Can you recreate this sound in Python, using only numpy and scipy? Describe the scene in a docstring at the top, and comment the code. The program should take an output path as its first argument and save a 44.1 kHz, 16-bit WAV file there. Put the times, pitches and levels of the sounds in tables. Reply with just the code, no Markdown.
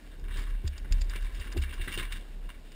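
"""Mountain bike on a forest trail

A mountain bike rolls over roots and skids through loose dirt in a quietly rustling forest.
Random grains and blows excite resonances of the frame and chain; decaying modes make the wheel thumps.
A deep tone of wavering pitch sways under it all, with low resonant noise around it.
A small camera mounted on the bike holds each sample of a slow converter, mirroring the sound into the treble."""
import sys
import numpy as np
from scipy.fft import rfft, irfft, next_fast_len
from scipy.io import wavfile
from scipy.ndimage import uniform_filter1d, map_coordinates

SR = 44100
rng = np.random.default_rng(int(sys.argv[2]) if len(sys.argv) > 2 else 0)


def digitize_waveform(pressure):
    """Quantize a signal to 16-bit integers and store it at the path in sys.argv[1].

    Rows of a 2-D input are taken as channels; values are limited to [-1, 1].
    """
    field = np.atleast_2d(pressure).T
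    bounded = np.clip(field, -1, 1)
    quanta = np.round(bounded * 32767).astype(np.int16)
    wavfile.write(sys.argv[1], SR, quanta)


N = 121275
T = np.arange(N) / SR

# Forest and low hum
FOREST_DB = -64
RUMBLE_DB, RUMBLE_HZ, RUMBLE_WIDTH_HZ = -11.5, 37.3, 30  # level relative to the smoothed hum level
BOOM_HZ, BOOM_WIDTH_HZ = 70, 15.6  # each of two cascaded resonances
# Wheel thumps
GLIDE, GLIDE_S = 0.43, 0.011  # the boom starts this share high and settles with this time constant
BOOM_RISE_S, KNOCK_RISE_S = 0.0039, 0.0012
SCUFF_DB, SCUFF_RISE_S, SCUFF_T60 = -6.5, 0.0027, 0.079  # soil noise relative to the knock; t60 in s
# Chain ticks
TICK_T60, TICK_DB, SNAP_DB = 0.03, -3.5, 19.5  # s; offset of every tick; sharp contact over its burst
# Loose dirt
GRAINS_PER_S, HISS_SHARE, GRAIN_SPREAD_DB = 3000, 0.44, 2.5
FOCUS_DB, BED_FOCUS_DB = 7.5, 2  # loss per octave away from the centre: rattles, steady grit
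RATTLE_RISE_S, RATTLE_DB = 0.0012, -8  # RATTLE_DB offsets every rattle
STRIKE_DB, STRIKE_FOCUS = 15.5, 2.2  # opening blow over its burst; factor on its loss per octave
# Converter
CONVERTER_HZ = 12000
GUARD_HZ, GUARD_ORDER = 5720, 22  # low-pass ahead of the hold
HISS_DB, HISS_HZ = -74.5, 10500  # level of the white noise before its high-pass, and the cutoff
ROLL_OFF_HZ, TOP_HZ = 15400, 15850


def amp(db):
    """Logarithmic level: dB to a gain in amplitude."""
    return 10 ** (np.asarray(db) / 20)


def unit(x):
    """Normalization to a root-mean-square value of 1."""
    return x / np.sqrt(np.mean(x ** 2) + 1e-20)


def along(points, hz):
    """Spectral envelope: (Hz, value) points joined on a logarithmic frequency axis."""
    f, v = np.transpose(points)
    return np.interp(np.log(hz + 1), np.log(f + 1), v)


def curves(rows):
    """Piecewise-linear modulation: one value per sample for each column after the time."""
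    s, *cols = np.transpose(rows)
    return [np.interp(T, s, c) for c in cols]


def wobble(rate):
    """Slow random fluctuation: a smooth curve through random knots, rate of them a second."""
    return map_coordinates(rng.standard_normal(int(N * rate / SR) + 4), [T * rate])


def filtered(x, response):
    """Linear filtering: the spectrum of x times a complex frequency response."""
    m = next_fast_len(N + SR // 2)
    return irfft(rfft(x, m) * response(np.fft.rfftfreq(m, 1 / SR)), m)[..., :N]


def peak(f, hz, width_hz):
    """Damped resonance: a causal second-order band-pass with unit gain at its centre."""
    return 1j * f * width_hz / (hz * hz - f * f + 1j * f * width_hz)


def burst(s, rise, t60, hold=0):
    """Exponential envelope: swells up to time s, holds, then falls 60 dB in t60 seconds."""
    swell = np.exp(np.minimum(T - s, 0) / abs(rise))
    decay = amp(-60 * np.maximum(T - s - abs(hold), 0) / abs(t60))
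    return np.where(T < s, swell, decay)


def ring(s, modes, rise, glide=0):
    """Modal decay: modes struck at time s at slightly random levels, sliding down into pitch."""
    t = np.maximum(T - s, 0)
    bent = t + glide * GLIDE_S * (1 - np.exp(-t / GLIDE_S))
    out = 0
    for hz, db, t60 in modes:
        decay = amp(db + rng.normal(0, 1.2) - 60 * t / t60)
        out = out + decay * np.sin(2 * np.pi * hz * bent)
    return (1 - np.exp(-t / rise)) * out


def gravel(share):
    """Shot noise: sparse random grains of scattered size on a share of plain hiss."""
    hits = rng.random(N) < GRAINS_PER_S / SR
    grains = hits * rng.standard_normal(N) * amp(GRAIN_SPREAD_DB * rng.standard_normal(N))
    return unit(unit(grains) + share * rng.standard_normal(N))


def forest():
    """Coloured noise: the trees' quiet rustle is spectrally shaped noise of slowly wavering level."""
    # Each row: frequency in Hz, relative spectral level in dB per Hz.
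    rustle_colour = [(350, -21), (600, -4), (648, -7), (1180, -16.5), (1470, -11.5), (2160, -14.5),
                     (2750, -14), (5900, -20), (7670, -43), (13000, -120)]
    rustle = unit(filtered(rng.standard_normal(N), lambda f: amp(along(rustle_colour, f))))
    return amp(FOREST_DB + 1.7 * wobble(7.44)) * rustle


def hum():
    """Frequency modulation and resonance: a wavering tone in loose rumble, with noise an octave above."""
    # Path of the deep tone. Each row: time in seconds, mean pitch in Hz, mean rms level in dB.
    tone_path = [(0.0, 34.7, -52), (0.05, 35.6, -46), (0.21, 33.6, -43.5), (0.25, 33.96, -32.5),
                 (0.57, 34.67, -30.5), (0.65, 33.8, -44), (0.67, 34.8, -31), (0.72, 35.8, -44),
                 (0.77, 36.3, -48), (0.82, 36.2, -34.5), (0.9, 35.57, -36), (0.92, 35.67, -19.5),
                 (0.94, 35.5, -20.5), (1.0, 34.9, -26.5), (1.18, 35.04, -37), (1.25, 34.7, -29),
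                 (1.29, 36.8, -34), (1.31, 38.2, -49), (1.33, 37.7, -35.5), (1.35, 37, -31.5),
                 (1.42, 37.1, -36), (1.44, 38.4, -57), (1.46, 38.3, -37), (1.55, 37.9, -38.5),
                 (1.59, 37.1, -33), (1.71, 31.1, -39), (1.75, 29.2, -45.5), (1.81, 29.7, -29.5),
                 (1.83, 31.33, -32.5), (1.89, 29.57, -45), (1.96, 31.42, -32), (2.1, 31.8, -38.5),
                 (2.17, 31.9, -34), (2.23, 33.45, -44.5), (2.35, 32.93, -38), (2.48, 33.3, -37),
                 (2.53, 32.4, -51.5), (2.57, 32.3, -39.5), (2.62, 29.9, -50), (2.66, 29, -44),
                 (2.7, 28.2, -48.5), (2.75, 27.1, -45)]
    # Resonant noise an octave above. Each row: time in seconds, level in dB.
    boom_path = [(0.0, -64), (0.16, -50.5), (0.5, -45.5), (0.6, -56), (0.72, -45), (0.84, -45),
                 (0.93, -42.5), (1.58, -57), (1.88, -59), (1.98, -51), (2.37, -62), (2.75, -62)]
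    hz, db = curves(tone_path)
    level = np.sqrt(2) * amp(db + 0.64 * wobble(14.33))
    phase = 2 * np.pi * np.cumsum(hz + 1.32 * wobble(16)) / SR
    tone = level * np.sin(phase)
    boom = unit(filtered(rng.standard_normal(N), lambda f: peak(f, BOOM_HZ, BOOM_WIDTH_HZ) ** 2))
    rumble = unit(filtered(rng.standard_normal(N), lambda f: peak(f, RUMBLE_HZ, RUMBLE_WIDTH_HZ) ** 2))
    rumble_level = amp(uniform_filter1d(db, size=SR // 30) + RUMBLE_DB)
    return tone + rumble_level * rumble + amp(curves(boom_path)[0]) * boom


def tyres():
    """Impact excitation: roots strike decaying wheel modes and scuff soil over dull rolling noise."""
    # Tyres rolling on soil. Each row: time in seconds, mean level in dB.
    roll_path = [(0, -56), (.2, -54), (.4, -52.5), (.6, -56), (.9, -56.5), (1.05, -53.5), (1.3, -55),
                 (1.45, -53.5), (1.65, -54.5), (1.85, -52.5), (2.0, -49.5), (2.1, -55), (2.3, -55.5),
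                 (2.75, -57.5)]
    # Colour of the soil noise. Each row: frequency in Hz, relative spectral level in dB per Hz.
    soil_colour = [(53, -3), (90, -12), (150, -4.5), (190, -7), (320, -8.5), (420, -11.5), (600, -22),
                   (900, -25.5), (1170, -33), (1980, -120)]
    # Wheels hitting roots. Each row: start in seconds, boom level in dB, settled boom pitch in Hz,
    # knock level in dB, delay of the boom in seconds, boom t60 in seconds.
    thumps = [(.36, -40, 78.7, -45, .004, 0.18), (0.64, -23, 68.6, -40, 0.0037, 0.38),
              (0.852, -53, 70, -44.5, .004, .2), (.906, -24.5, 60.8, -45, 0.0018, .15),
              (1.156, -46, 70, -39, 0.0034, .2), (1.24, -50, 70, -55, .004, .2),
              (1.385, -33, 62.3, -54, 0.0047, .25), (1.461, -57, 70, -45, .004, .2),
              (1.546, -43, 70, -38, 0.0032, 0.22), (1.564, -22.5, 66.6, -27, .011, 0.47),
              (1.796, -33, 68.6, -46, 0.003, 0.19), (1.874, -39, 70, -38, .004, 0.17),
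              (1.975, -39, 70, -35.5, .004, .2)]
    # Modes of the knock. Each row: frequency in Hz, mean level in dB over the knock level, t60 in seconds.
    knock_modes = [(188, -0.5, 0.048), (274.4, -10.5, 0.16), (357, 0.5, 0.058), (509, -15, 0.039),
                   (1000, -14, 0.03)]
    roll = unit(filtered(rng.standard_normal(N), lambda f: amp(along(soil_colour, f))))
    level = amp(curves(roll_path)[0] + 1.6 * wobble(24.82))
    out = 0
    for s, boom_db, hz, knock_db, lag, t60 in thumps:
        out = out + amp(boom_db) * ring(s + lag, [(hz, 0, t60)], BOOM_RISE_S, GLIDE)
        out = out + amp(knock_db) * ring(s, knock_modes, KNOCK_RISE_S)
        level = level + amp(knock_db + SCUFF_DB) * burst(s + 0.001, SCUFF_RISE_S, SCUFF_T60)
    return out + level * roll


def chain():
    """Resonant contact: a sharp contact in a short burst of noise rings the links at each tick."""
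    # Chain ticks. Each row: time in seconds, level in dB before TICK_DB, rise constant in seconds.
    ticks = [(0.196, -56, 0.002), (0.372, -45, 0.0033), (0.4207, -49.5, 0.0022), (0.6769, -36.5, 0.0048),
             (0.779, -42, 0.0028), (0.9226, -29.5, 0.00075), (1.0165, -35.5, 0.006), (1.0435, -54, 0.002),
             (1.0964, -39, 0.0015), (1.1592, -42.5, 0.0011), (1.3503, -49, 0.002), (1.3982, -43, 0.0017),
             (1.5235, -39, 0.0016), (1.5753, -41, 0.0058), (1.6224, -41, 0.003), (1.739, -44.5, 0.0015),
             (2.718, -50.5, 0.002)]
    # Resonances of the links. Each row: centre in Hz, width in Hz, relative gain in dB.
    link_modes = [(4800, 500, -0.5), (2760, 330, -10), (3670, 650, -7.5), (1960, 420, -12.5)]

    def links(f):
        """Parallel resonances over a weak direct path."""
        return sum(amp(db) * peak(f, hz, width) for hz, width, db in link_modes) + 0.13

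    noise, drive = rng.standard_normal(N), np.zeros(N)
    for s, db, rise in ticks:
        drive += amp(db + TICK_DB) * burst(s + 0.002, rise, TICK_T60) * noise
        drive[round((s + 0.0015) * SR)] += amp(db + TICK_DB + SNAP_DB)
    return filtered(drive, links) / np.std(filtered(noise, links))


def dirt():
    """Source and filter: grit, steady and in bursts that open with a blow, excites frame resonances."""
    # Steady loose dirt. Each row: time in seconds, level in dB before band focus, centre in Hz.
    grit_path = [(0.0, -60, 2330), (0.21, -58.5, 1980), (0.24, -60, 1560), (0.39, -47.5, 1790),
                 (0.48, -55.5, 1610), (0.79, -58, 2600), (0.83, -57.5, 1598), (0.93, -56, 2550),
                 (0.97, -54, 1870), (1.01, -58, 2580), (1.11, -52, 1916), (1.54, -53.5, 2165),
                 (1.56, -57, 1600), (1.61, -51, 2255), (1.95, -44.5, 2350), (2.01, -48.5, 1890),
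                 (2.14, -48, 2290), (2.3, -61.5, 1963), (2.6, -61, 1863), (2.75, -60.5, 2620)]
    # Colour of the grit. Each row: frequency in Hz, relative spectral level in dB per Hz.
    grit_colour = [(300, -32), (500, -20), (860, -12), (1050, 0), (1290, -6.5), (1660, 1), (2300, -6),
                   (2500, -9), (2780, -3), (3900, -8), (4100, -10.5), (5900, -11.5)]
    # Resonances of the frame. Each row: centre in Hz, width in Hz, height in dB over the colour.
    frame_modes = [(990, 30, 1.5), (1610, 67, 1.5), (2283, 84, 7), (2780, 60, 8), (3665, 100, 9)]
    # Rattling bursts. Each row: start in seconds, level in dB before RATTLE_DB and band focus,
    # t60 in seconds, centre in Hz, hold in seconds.
    rattles = [(0.241, -39, 0.11, 1590, 0.0073), (0.284, -37, 0.094, 1540, 0.008),
               (0.307, -42, 0.12, 1520, 0.01), (0.3294, -46, 0.09, 1400, 0.008),
               (0.371, -35, 0.15, 1470, 0.0071), (0.4025, -39, 0.2, 1700, 0.0094),
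               (0.468, -36.5, 0.13, 1510, 0.008), (0.5, -45, 0.09, 1610, 0.013),
               (0.6484, -41, 0.069, 1720, 0.0071), (0.728, -46.5, 0.099, 2780, 0.008),
               (0.846, -39, 0.077, 1500, 0.0061), (0.91, -39.5, 0.17, 1850, 0.0099),
               (1.101, -36, 0.19, 1730, 0.016), (1.133, -34, 0.11, 1520, 0.01),
               (1.1565, -31, 0.1, 2200, 0.0092), (1.246, -41, 0.056, 1755, 0.008),
               (1.348, -37, 0.09, 2230, 0.0086), (1.397, -43, 0.073, 2800, 0.008),
               (1.4113, -30.5, 0.069, 2150, 0.008), (1.443, -33.5, 0.082, 1480, 0.0095),
               (1.4705, -38, 0.16, 2230, 0.0094), (1.518, -34, 0.16, 1640, 0.01),
               (1.5702, -27.5, 0.049, 2780, 0.006), (1.62, -32, 0.11, 2740, 0.011),
               (1.6392, -32.5, 0.073, 1910, 0.0077), (1.694, -36.5, 0.15, 2700, 0.0096),
               (1.726, -32, 0.09, 1640, 0.01), (1.777, -40, 0.06, 1040, 0.0061),
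               (1.8136, -29.5, 0.066, 2760, 0.0043), (1.8376, -35.5, 0.15, 2700, 0.0059),
               (1.8765, -24.5, 0.11, 1680, 0.0065), (1.919, -28, 0.084, 2820, 0.0077),
               (1.939, -32, 0.063, 2800, 0.0066), (1.9765, -25, 0.088, 2780, 0.0075),
               (1.9894, -24, 0.093, 1790, 0.009), (2.0086, -33.5, 0.079, 1610, 0.011),
               (2.027, -26.5, 0.088, 2250, 0.0072), (2.046, -40.5, 0.089, 1678, 0.0063),
               (2.11, -35.5, 0.075, 1550, 0.0072), (2.122, -28, 0.094, 3720, 0.0089),
               (2.1484, -45, 0.09, 1640, 0.008), (2.4915, -31.5, 0.1, 1900, 0.007),
               (2.543, -44.5, 0.09, 1638, 0.008), (2.719, -43.5, 0.09, 2805, 0.0074)]
    # Centres in Hz of the overlapping bands.
    bands_hz = [600, 1070, 1610, 2270, 2800, 3600, 4900]

    def frame(f):
        """Resonant peaks standing on the broad colour of the grit."""
        peaks = sum((amp(db) - 1) * peak(f, c, w) for c, w, db in frame_modes)
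        return amp(along(grit_colour, f)) * (1 + peaks)

    level_db, centre = curves(grit_path)
    bed = amp(level_db + 2.4 * wobble(18) + 1.4 * wobble(60))
    bursts = np.array([amp(db + RATTLE_DB) * burst(s, RATTLE_RISE_S, t60, hold)
                       for s, db, t60, _, hold in rattles])
    start_s, rattle_db, _, rattle_hz, _ = np.transpose(rattles)
    starts = np.round(start_s * SR).astype(int)
    blows = amp(rattle_db + RATTLE_DB + STRIKE_DB)
    steady, shaken = gravel(share=0.8), gravel(HISS_SHARE)
    out = 0
    for band in bands_hz:
        # each burst favours the bands near its own centre
        near = amp(-FOCUS_DB * np.abs(np.log2(rattle_hz / band)))
        bed_focus_db = -BED_FOCUS_DB * np.abs(np.log2(centre / band))
        drive = bed * amp(2.7 * wobble(22.11) + bed_focus_db) * steady
        drive = drive + (near @ bursts) * amp(2.1 * wobble(90)) * shaken
        drive[starts] += blows * near ** STRIKE_FOCUS
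        # 1 at this band's centre, falling to 0 at its neighbours
        part = [(hz, hz == band) for hz in bands_hz]
        out = out + filtered(drive, lambda f: frame(f) * along(part, f))
    return out / np.std(filtered(steady, frame))


def scene():
    """Superposition: the pressures of all sources add at one microphone."""
    return (forest() + hum() + tyres() + chain() + dirt())[None]


def record(dry):
    """Sample and hold: spectral images around the converter rate under a sinc, with faint treble hiss."""
    x = filtered(dry, lambda f: 1 / np.sqrt(1 + (f / GUARD_HZ) ** (2 * GUARD_ORDER)))
    # the carrier adds the mirror images, the sinc is the response of the hold
    imaged = x * (1 + 2 * np.cos(2 * np.pi * CONVERTER_HZ * T))
    held = filtered(imaged, lambda f: np.sinc(f / CONVERTER_HZ))
    hiss = amp(HISS_DB) * filtered(rng.standard_normal(dry.shape), lambda f: f > HISS_HZ)
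    # 0.035 dB per Hz above the roll-off, then nothing above the top
    return filtered(held + hiss, lambda f: amp(-0.035 * np.maximum(f - ROLL_OFF_HZ, 0)) * (f < TOP_HZ))


dry = scene()
out = record(dry)
digitize_waveform(out)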